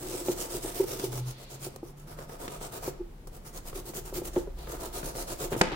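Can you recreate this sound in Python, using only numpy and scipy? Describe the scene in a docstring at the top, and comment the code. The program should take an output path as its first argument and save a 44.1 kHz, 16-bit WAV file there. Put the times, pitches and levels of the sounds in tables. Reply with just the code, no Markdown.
"""Toothbrush on a circuit board

A toothbrush scrubs a circuit board held on a wooden desk, about nine strokes a second.
Random bristle clicks make the hiss and, through resonant filters, the rasp, plate tones and rattle.
Decaying board modes knock, and a low rumble, hums, a drone and room hiss lie underneath.
Near the end the board slips: filtered noise bursts clack, modes ring and grainy noise scrapes on wood."""
import sys
import numpy as np
from scipy import signal
from scipy.fft import rfft, irfft
from scipy.io import wavfile
from scipy.ndimage import uniform_filter1d, map_coordinates

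SR = 44100
rng = np.random.default_rng(int(sys.argv[2]) if len(sys.argv) > 2 else 0)


def wav_record(signal):
    """Record a signal, one row per channel, as 16-bit PCM in the file named by sys.argv[1]."""
    frames = np.transpose(np.atleast_2d(signal))
    bounded = np.clip(frames, -1, 1)
    # unit amplitude maps onto the largest positive 16-bit level
    quanta = np.round(bounded * 32767).astype(np.int16)
    wavfile.write(sys.argv[1], SR, quanta)


N = 253575
TIME = np.arange(N) / SR

# Tables named SPECTRUM set a tone colour only; their overall level is normalised away.
# deep rumble under everything: t/s, level/dB
RUMBLE_LEVEL = [(1.2, -50.5), (1.55, -59), (2.4, -52), (4, -46.5)]
# rumble colour: f/Hz, density/dB per Hz
RUMBLE_SPECTRUM = [(10, -21), (28, 10), (60, -13), (300, -41.5)]
# upper hum that swells and fades: t/s, level/dB
HUM_LEVEL = [(3.6, -67.5), (4.6, -43.5), (5.2, -54.5)]
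# low drone before its flutter: t/s, level/dB, f/Hz
DRONE = [(.85, -55, 125), (1.24, -37.5, 125), (1.399, -51, 129.2), (2.15, -52.5, 150.9), (3, -63, 149)]
# room hiss colour: f/Hz, density/dB per Hz
ROOM_TONE_SPECTRUM = [(35, -29.5), (60, -10.5), (156, -11), (613, -22.5), (15500, -54.5)]
# to-and-fro strokes: middle t/s, pressure as drive level of the hiss/dB
STROKES = [(0.041, -41.5), (0.127, -39.5), (.19, -42), (0.289, -38), (.417, -36), (.543, -36.5),
           (0.668, -37), (0.787, -36.5), (0.912, -37), (1.025, -37.5), (1.155, -39), (1.288, -45.5),
           (1.412, -51.5), (1.53, -45.5), (1.642, -40.5), (1.73, -59), (1.869, -54), (2.001, -57),
           (2.106, -50.5), (2.206, -51), (2.325, -49.5), (2.432, -44.5), (2.533, -45), (2.642, -43.5),
           (2.752, -43.5), (2.855, -37.5), (3.354, -53.5), (3.474, -48), (3.564, -43.5), (3.678, -43.5),
           (3.774, -40), (3.879, -42.5), (3.97, -39), (4.074, -44), (4.164, -36), (4.264, -42),
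           (4.372, -46), (4.61, -54), (4.721, -42.5), (4.833, -41), (4.967, -39), (5.071, -40.5),
           (5.19, -37), (5.306, -37.5), (5.427, -34.5), (5.525, -40.5), (5.585, -38)]
# stroke length, long at first and shortest near the end: t/s, nominal length/s
STROKE_LENGTH = [(1.0, .1), (1.3, 0.067), (2.5, 0.082), (3.5, 0.059), (4.27, 0.056), (4.38, 0.097),
                 (5.43, 0.071), (5.53, 0.041)]
# board's answer where the brush works: t/s, extra rasp drive/dB, rattle drive over the rasp drive/dB
GRIP = [(.1, -1.5, 3.5), (.5, -1, -3), (1.1, -2, 6), (1.449, -1.5, -12), (1.97, -6, 2), (2.12, 2, -9.5),
        (2.7, 2.5, -6), (3.5, -1.5, -14), (3.9, -3, 6.5), (4.72, 2, -4), (5.399, 0.5, -4)]
# bristle hiss colour: f/Hz, density/dB per Hz
HISS_SPECTRUM = [(700, -16.5), (2200, -5.5), (3300, -2.5), (7500, 2), (10000, 0.5), (12000, -1.5),
                 (15000, 0.5)]
# rasp colour through the board: f/Hz, density/dB per Hz
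RASP_SPECTRUM = [(70, -39.5), (110, 3), (150, 1.5), (220, -5.5), (380, 3.5), (530, 2.5), (820, -9),
                 (1250, -7), (2000, -14.5), (9000, -33)]
# hollow plate tones the bristles wake: centre f/Hz, width/Hz, relative level/dB
PLATE_TONES = [(695, 55, 0), (915, 60, -2), (1300, 190, -2.5)]
# board modes on the desk, main one second: f/Hz at BOARD_HZ, relative level/dB, t60/s
BOARD_MODES = [(144.9, -12, 0.22), (377, 9, 0.055), (498.5, -2.5, 0.072), (906, -9, 0.038),
               (1384, -22, 0.04)]
# board rocks against the desk: t/s, peak level/dB, tuning f/Hz against BOARD_HZ, swell/s
KNOCKS = [(0.133, -28, 348, 0.012), (0.284, -16, 350, 0.0018), (.548, -28, 360, 0.0027),
          (0.642, -25, 337, 0.0087), (0.793, -14, 371, 0.015), (.837, -27, 355, 0.0041),
          (1.034, -20, 366, 0.0077), (1.667, -29, 355, 0.0013), (1.829, -28.5, 328, 0.0026),
          (2.878, -21.5, 359, 0.0011), (2.991, -28.5, 344, 0.023), (3.75, -35, 374, 0.015),
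          (4.126, -29.5, 376, 0.00095), (4.18, -29.5, 336, 0.012), (4.218, -27, 362, 0.0012),
          (4.364, -15.5, 347.5, 0.0028), (4.472, -32, 392, 0.0027), (5.519, -23.5, 409, 0.00066),
          (5.564, -20.5, 331, 0.00055), (5.616, -20.5, 380, 0.00067), (5.719, -34, 378, 0.0031)]
# short dry clicks of the brush, and the crack of two hard board knocks:
# t/s, level before colouring/dB, decay/s, dulling/dB per octave
CLICKS = [(0.284, -35, 0.003, 10), (0.997, -34.5, 0.0043, 6), (1.761, -39.5, 0.0037, 2),
          (2.479, -36.5, 0.0061, 9.5), (3.272, -45, 0.0089, 1), (4.361, -37.5, 0.0086, 14.5)]
# brush head catches on solder joints: t/s, level before colouring/dB
TAPS = [(.909, -35), (1.128, -37), (2.187, -38.5), (2.294, -40.5), (2.611, -36), (3.728, -39), (3.935, -40),
        (4.671, -36), (5.028, -32.5), (5.15, -36.5)]
# faint narrow bands of high hiss: middle t/s, length/s, level/dB, centre f/Hz
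HISS_BANDS = [(1.404, 0.42, -56.5, 4200), (4.63, 0.11, -56, 4160)]
# colour of a narrow hiss band: multiple of the centre f, density/dB per Hz
BAND_SPECTRUM = [(.3, -10), (1.05, 0), (1.6, -24)]
# board skids on the wood: start t/s, length/s, level before side trim/dB, release/s, dulling/dB per octave
DRAG = [(5.521, 0.032, -31.5, 0.0059, 3.5), (5.632, 0.016, -34, 0.064, 1),
        (5.716, 0.016, -32.5, 0.0235, 1.2)]
# wood grain colour: f/Hz, density/dB per Hz
WOOD_SPECTRUM = [(60, -2), (175, 11.5), (400, 10), (900, 5.5), (3700, -2.5), (16000, -35)]
# board slaps down and chatters: t/s, level before colouring/dB, decay/s, dulling/dB per octave
CLACK = [(5.6107, -27, 0.0014, 21), (5.613, -3.5, 0.001, 2), (5.6155, -9.5, 0.0025, 0)]
# clack colour: f/Hz, density/dB per Hz
CRACK_SPECTRUM = [(50, -40), (160, 2), (800, 11.5), (1500, 3), (7500, -6.5), (11000, -16), (16000, -30)]
# hollow pock from the flat of the board: f/Hz, level before side trim/dB
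SLAP = [(700, -15.5), (900, -16.5)]
# free ringing once the board slips from under the hand: f/Hz, level before side trim/dB
FREE_MODES = [(179, -23), (335, -22), (510, -24), (876, -28), (1564, -38), (2246, -42), (2576, -39),
              (3020, -39)]
# stereo width: f/Hz, left-right likeness (1 = same, 0 = unrelated, below 0 = opposed)
LIKENESS = [(450, 0.97), (670, -0.24), (800, 0.44), (1500, -0.23), (2200, -0.062)]
# room decay: f/Hz, t60/s
ROOM_DECAY = [(300, 0.41), (3000, 0.6), (12000, 0.18)]

LOW_HUM_HZ, HIGH_HUM_HZ = 33.3, 55.5
# the rasp grows more slowly than the hiss: drive dB at 0 dB pressure, dB per dB
RASP_DB, RASP_LAW = -18.5, 0.66
SETTLE_DB, SETTLE_S = -8, 0.05  # shuffle after every stroke: relative level, amplitude decay
PLATE_DB, PLATE_DRIFT = -2.5, .018  # mix gain, rms pitch shift from stroke to stroke as a share
BOARD_HZ = 365  # tuning at which the board modes keep their tabled pitch
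HARD_DB, QUICK_S = -19, .005  # a knock louder and quicker than this bounces once
BOUNCE_S, BOUNCE_DB, BOUNCE_SWELL_S = 0.01106, -5.5, 0.0032  # delay, level against the knock, swell
TAP_PEAK_S = 0.0027  # a tap's envelope peaks here, then decays at the same pace
SKID_ATTACK_S, CLACK_RISE_S = 0.0028, 0.00012
SLAP_T60_S, FREE_T60_S = 0.029, 0.17
EDGE_HZ = 15950  # upper band limit


def amp(db):
    """Decibels to gain."""
    return 10 ** (np.asarray(db) / 20)


def evened(x):
    """Scales to rms 1."""
    return x / np.sqrt(np.mean(x ** 2) + 1e-20)


def read(points, hz):
    """Reads a spectrum table on a log-frequency axis."""
    f, value = np.transpose(points)
    return np.interp(np.log(hz + 1), np.log(f + 1), value)


def level(curve):
    """A dB curve as a gain for every sample."""
    return amp(np.interp(TIME, *np.transpose(curve)))


def add(mix, s, sound):
    """Mixes a sound in at time s."""
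    part = mix[:, max(round(s * SR), 0):][:, :sound.shape[-1]]
    part += sound[..., :part.shape[-1]]


def colour(x, spectrum, tilt_db=0):
    """Minimum-phase filter of unit energy, then left and right share each band by its likeness."""
    hz = np.fft.rfftfreq(8192, 1 / SR)
    log_gain = np.log(amp(read(spectrum, hz) - tilt_db * np.log2(1 + hz / 500)))
    # the Hilbert transform of the log gain gives the phase that makes the filter causal
    mirrored = np.r_[log_gain, log_gain[-2:0:-1]]
    response = np.fft.ifft(np.exp(np.conj(signal.hilbert(mirrored)))).real[:len(hz)]
    response = response / np.linalg.norm(response)
    y = signal.fftconvolve(x, response[None], axes=1)[:, :N]
    same = np.clip(read(LIKENESS, np.fft.rfftfreq(y.shape[1], 1 / SR)), -1, 1)
    mid_side_gain = np.sqrt([(1 + same) / 2, (1 - same) / 2])
    mid, side = irfft(rfft(y) * mid_side_gain, y.shape[1])
    return np.array([mid + side, mid - side])


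def noise(spectrum):
    """Steady two-channel noise of rms 1."""
    return evened(colour(rng.standard_normal((2, N)), spectrum))


def flutter(rate_hz, depth_db):
    """A random gain of rms 1 that wavers mostly slower than rate_hz."""
    hz = np.fft.rfftfreq(N, 1 / SR)
    slow = irfft(rfft(rng.standard_normal(N)) / (1 + (hz / rate_hz) ** 2), N)
    return evened(amp(depth_db * evened(slow)))


def tone(hz):
    """A sine of rms 1 that follows a pitch."""
    cycles = np.cumsum(hz * np.ones(N)) / SR
    return evened(np.sin(2 * np.pi * (cycles + rng.random())))


def background():
    """Low noise and a hum share one swell, over an upper hum, a wavering drone and room hiss."""
    low_hum = amp(-1.5) * tone(LOW_HUM_HZ) * flutter(rate_hz=3.2, depth_db=0.5)
    rumble = (noise(RUMBLE_SPECTRUM) + low_hum) * level(RUMBLE_LEVEL)
    high_hum = tone(HIGH_HUM_HZ) * level(HUM_LEVEL)
    s, db, hz = np.transpose(DRONE)
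    drone = tone(np.interp(TIME, s, hz)) * level(np.c_[s, db]) * flutter(rate_hz=5.9, depth_db=5.5)
    return rumble + high_hum + drone + amp(-53.0) * noise(ROOM_TONE_SPECTRUM)


def strokes():
    """Every stroke: middle s, nominal length s, pressure dB."""
    s, pressure_db = np.transpose(STROKES)
    return np.array([s, np.interp(s, *np.transpose(STROKE_LENGTH)), pressure_db])


def flicks(per_s, spread_db):
    """Single bristles letting go: random clicks, a few of them large, rms 1."""
    size = amp(spread_db * np.minimum(rng.exponential(1, N), 4))
    fires = rng.random(N) < per_s / SR
    return evened(size * fires * rng.standard_normal((2, N)))


def sweep(levels_db, stretch, lean_db):
    """Each stroke builds up as the brush gathers speed, leans late and falls away at the turn."""
    s, length = strokes()[:2, :, None]
    t = TIME[::64]  # a coarse grid is enough for envelopes
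    along = 2 * (t - s) / (np.maximum(length, .02) * stretch)  # -1 to 1 across the stroke
    caught = np.interp(along, [-1, -.8], [.65, 1])  # the bent tufts hold on, then start to slide
    drive = amp(levels_db[:, None] + lean_db * np.clip(along, -1, 1))
    power = (drive * caught / (1 + along ** 4)) ** 2
    return np.interp(TIME, t, np.sqrt(power.sum(0)))


def settling(push):
    """The board shuffles on: adds smoothed stroke power that dies away after each push."""
    keep = np.exp(-2 / (SETTLE_S * SR))
    shuffle_power = signal.lfilter([1 - keep], [1, -keep], push ** 2)
    return np.sqrt(push ** 2 + amp(SETTLE_DB) ** 2 * shuffle_power)


def placed(x, depth_db):
    """Every stroke runs over another part of the board and favours other resonances; rms 1."""
    hz, t, z = signal.stft(x, SR, nperseg=512)
    middles = strokes()[0]
    patches = rng.standard_normal((len(middles), 64))
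    patches = evened(uniform_filter1d(patches, size=2, axis=1))
    stroke = np.interp(t, middles, np.arange(len(middles)))
    band = np.sqrt(hz / hz[-1]) * (patches.shape[1] - 1)
    gain = amp(depth_db * map_coordinates(patches, np.meshgrid(stroke, band), order=1))
    return evened(signal.istft(z * gain, SR, nperseg=512)[1][:, :N])


def plate():
    """Bristle flicks ring the plate tones, which shift a little as the brush loads another spot."""
    middles, out = strokes()[0], np.zeros((2, N))
    for hz, width, db in PLATE_TONES:
        drift = np.interp(TIME, middles, rng.standard_normal(len(middles)))
        # shift the clicks down by the moving pitch, low-pass them, and shift back up
        turn = np.exp(2j * np.pi * np.cumsum(hz * (1 + PLATE_DRIFT * drift)) / SR)
        keep = np.exp(-np.pi * width / SR)
        clicks = flicks(per_s=SR / 20, spread_db=1)
        narrow = signal.lfilter([1 - keep], [1, -keep], clicks / turn)
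        out += amp(db) * evened((turn * narrow).real)
    return evened(colour(out, RASP_SPECTRUM))


def ring(hz, swell):
    """The board's modes, peak 1; a slow push builds up gently and wakes mostly the main one."""
    t = np.arange(SR // 4) / SR
    rise = np.sin(np.pi / 2 * np.minimum(t / max(swell, 1e-4), 1)) ** 2
    overtone_gain = 1.8 / (1 + swell / 0.0063)
    main_db = BOARD_MODES[1][1]
    out = np.zeros(len(t))
    for f, db, t60 in BOARD_MODES:
        fade = amp(db - 60 * np.maximum(t - swell, 0) / t60)
        gain = overtone_gain if db < main_db else 1
        out += fade * gain * np.sin(2 * np.pi * f * hz / BOARD_HZ * t)
    out *= rise
    return out / abs(out).max()


def scrubbing():
    """Bristle flicks hiss in the air, rasp through the board, ring its plate tones and set it rattling."""
    s, _, pressure_db = strokes()
    grip_s, extra_db, rattle_db = np.transpose(GRIP)
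    rasp_db = RASP_DB + RASP_LAW * pressure_db + np.interp(s, grip_s, extra_db)
    # whole tufts catch and slip together, so every stroke is uneven
    tufts = flutter(rate_hz=55, depth_db=1.8)
    bristles = placed(colour(flicks(per_s=12000, spread_db=2), HISS_SPECTRUM), depth_db=2.26)
    hiss = bristles * sweep(pressure_db, stretch=0.96, lean_db=1.0) * tufts
    push = settling(sweep(rasp_db, stretch=1.01, lean_db=1.0))
    rasp = placed(colour(flicks(per_s=2500, spread_db=1.5), RASP_SPECTRUM), depth_db=2.5) * push
    hollow = plate() * push * np.sqrt(level(np.c_[grip_s, extra_db]))
    # solder joints jolt the brush head and wake the modes of the board
    jolts = flicks(per_s=1000, spread_db=3.0)[0] * push * level(np.c_[grip_s, rattle_db])
    shape = ring(hz=344, swell=0.0046)
    rattle = signal.fftconvolve(jolts, shape / np.linalg.norm(shape))[:N]
    hiss = hiss * amp([[-.4], [.4]])  # slightly to the right
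    return hiss + amp(0.3) * rasp + amp(PLATE_DB) * hollow + amp(-0.5) * rattle


def knocks():
    """The board's modes ring as it rocks on the desk; a hard, quick knock bounces once."""
    out = np.zeros((2, N))
    for s, db, hz, swell in KNOCKS:
        add(out, s, amp(db) * ring(hz, swell))
        if db > HARD_DB and swell < QUICK_S:
            add(out, s + BOUNCE_S, amp(db + BOUNCE_DB) * ring(hz, BOUNCE_SWELL_S))
    return out


def dry_clicks():
    """Short clicks of the brush and the crack of two hard board knocks: decaying noise in two colours."""
    out, t = np.zeros((2, N)), np.arange(SR // 20) / SR
    for s, db, decay, dull_db in CLICKS:
        burst = amp(db) * rng.standard_normal((2, len(t))) * np.exp(-t / decay)
        through_board = amp(3.0) * colour(burst, RASP_SPECTRUM)
        add(out, s, colour(burst, HISS_SPECTRUM, dull_db) + through_board)
    return out


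def taps():
    """The brush head catches on a joint and gives the board a small, soft tap."""
    out, age = np.zeros((2, N)), np.arange(SR // 12) / SR / TAP_PEAK_S
    for s, db in TAPS:
        grit = rng.choice([-1, 1], (2, len(age)))
        add(out, s, amp(db) * colour(grit * age * np.exp(1 - age), RASP_SPECTRUM))
    return out


def hiss_bands():
    """Faint narrow bands of high hiss swell and fade: noise filtered around a centre pitch."""
    out = np.zeros((2, N))
    for s, length, db, hz in HISS_BANDS:
        band = [(hz * ratio, band_db) for ratio, band_db in BAND_SPECTRUM]
        out += noise(band) * amp(db) * np.exp(-(2 * (TIME - s) / length) ** 4)
    return out


def skid(start, length, db, release, dull_db):
    """One skid over the grain of the wood: a quick attack, a hold and a dying release."""
    t = TIME - start
    grain = evened(colour(flicks(per_s=9800, spread_db=1.5), WOOD_SPECTRUM, dull_db))
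    grain = grain * flutter(rate_hz=90, depth_db=2)
    attack = np.clip(t / SKID_ATTACK_S, 0, 1)
    return grain * amp(db) * attack * np.exp(-np.maximum(t - length, 0) / release)


def slip():
    """The board's edge slaps the desk in a quick chatter, drags over the grain of the wood and rings."""
    out, t = np.zeros((2, N)), np.arange(SR // 8) / SR
    for s, db, decay, dull_db in CLACK:
        envelope = np.minimum(t / CLACK_RISE_S, 1) * np.exp(-t / decay)
        burst = rng.choice([-1, 1], (2, len(t))) * envelope
        add(out, s, amp(db) * colour(burst, CRACK_SPECTRUM, dull_db))
    for hz, db in SLAP:
        add(out, CLACK[1][0], amp(db - 60 * t / SLAP_T60_S) * np.sin(2 * np.pi * hz * t))
    for hz, db in FREE_MODES:
        # modes reach the two sides out of step where left and right are unlike
        apart = rng.uniform(-np.pi, np.pi, (2, 1)) * (1 - read(LIKENESS, hz))
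        add(out, CLACK[0][0], amp(db - 60 * t / FREE_T60_S) * np.sin(2 * np.pi * hz * t + apart))
    drag = sum(skid(*row) for row in DRAG)
    return (out + drag) * amp([[.3], [-.3]])  # slightly to the left


def room(x):
    """A small room: sparse random reflections after a short gap, each band with its own decay."""
    echoes = rng.standard_normal((2, SR // 2)) * (rng.random((2, SR // 2)) < 3000 / SR)
    echoes[:, :round(.008 * SR)] = 0
    hz, t, z = signal.stft(echoes, SR, nperseg=256)
    decay = amp(-60 * t / read(ROOM_DECAY, hz)[:, None])
    tail = signal.istft(z * decay, SR, nperseg=256)[1]
    return signal.fftconvolve(x, tail / np.linalg.norm(tail[0]), axes=1)[:, :N]


def scene():
    """Brush and board close by in a quiet room."""
    near = scrubbing() + knocks() + dry_clicks() + taps() + hiss_bands() + slip()
    return background() + near + amp(-13.0) * room(near)


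def record(dry):
    """The recorder's band limit: a steep low-pass."""
    lowpass = signal.firwin(511, EDGE_HZ, window=("kaiser", 9), fs=SR)
    return signal.oaconvolve(dry, lowpass[None], "same")


dry = scene()
out = record(dry)
wav_record(out)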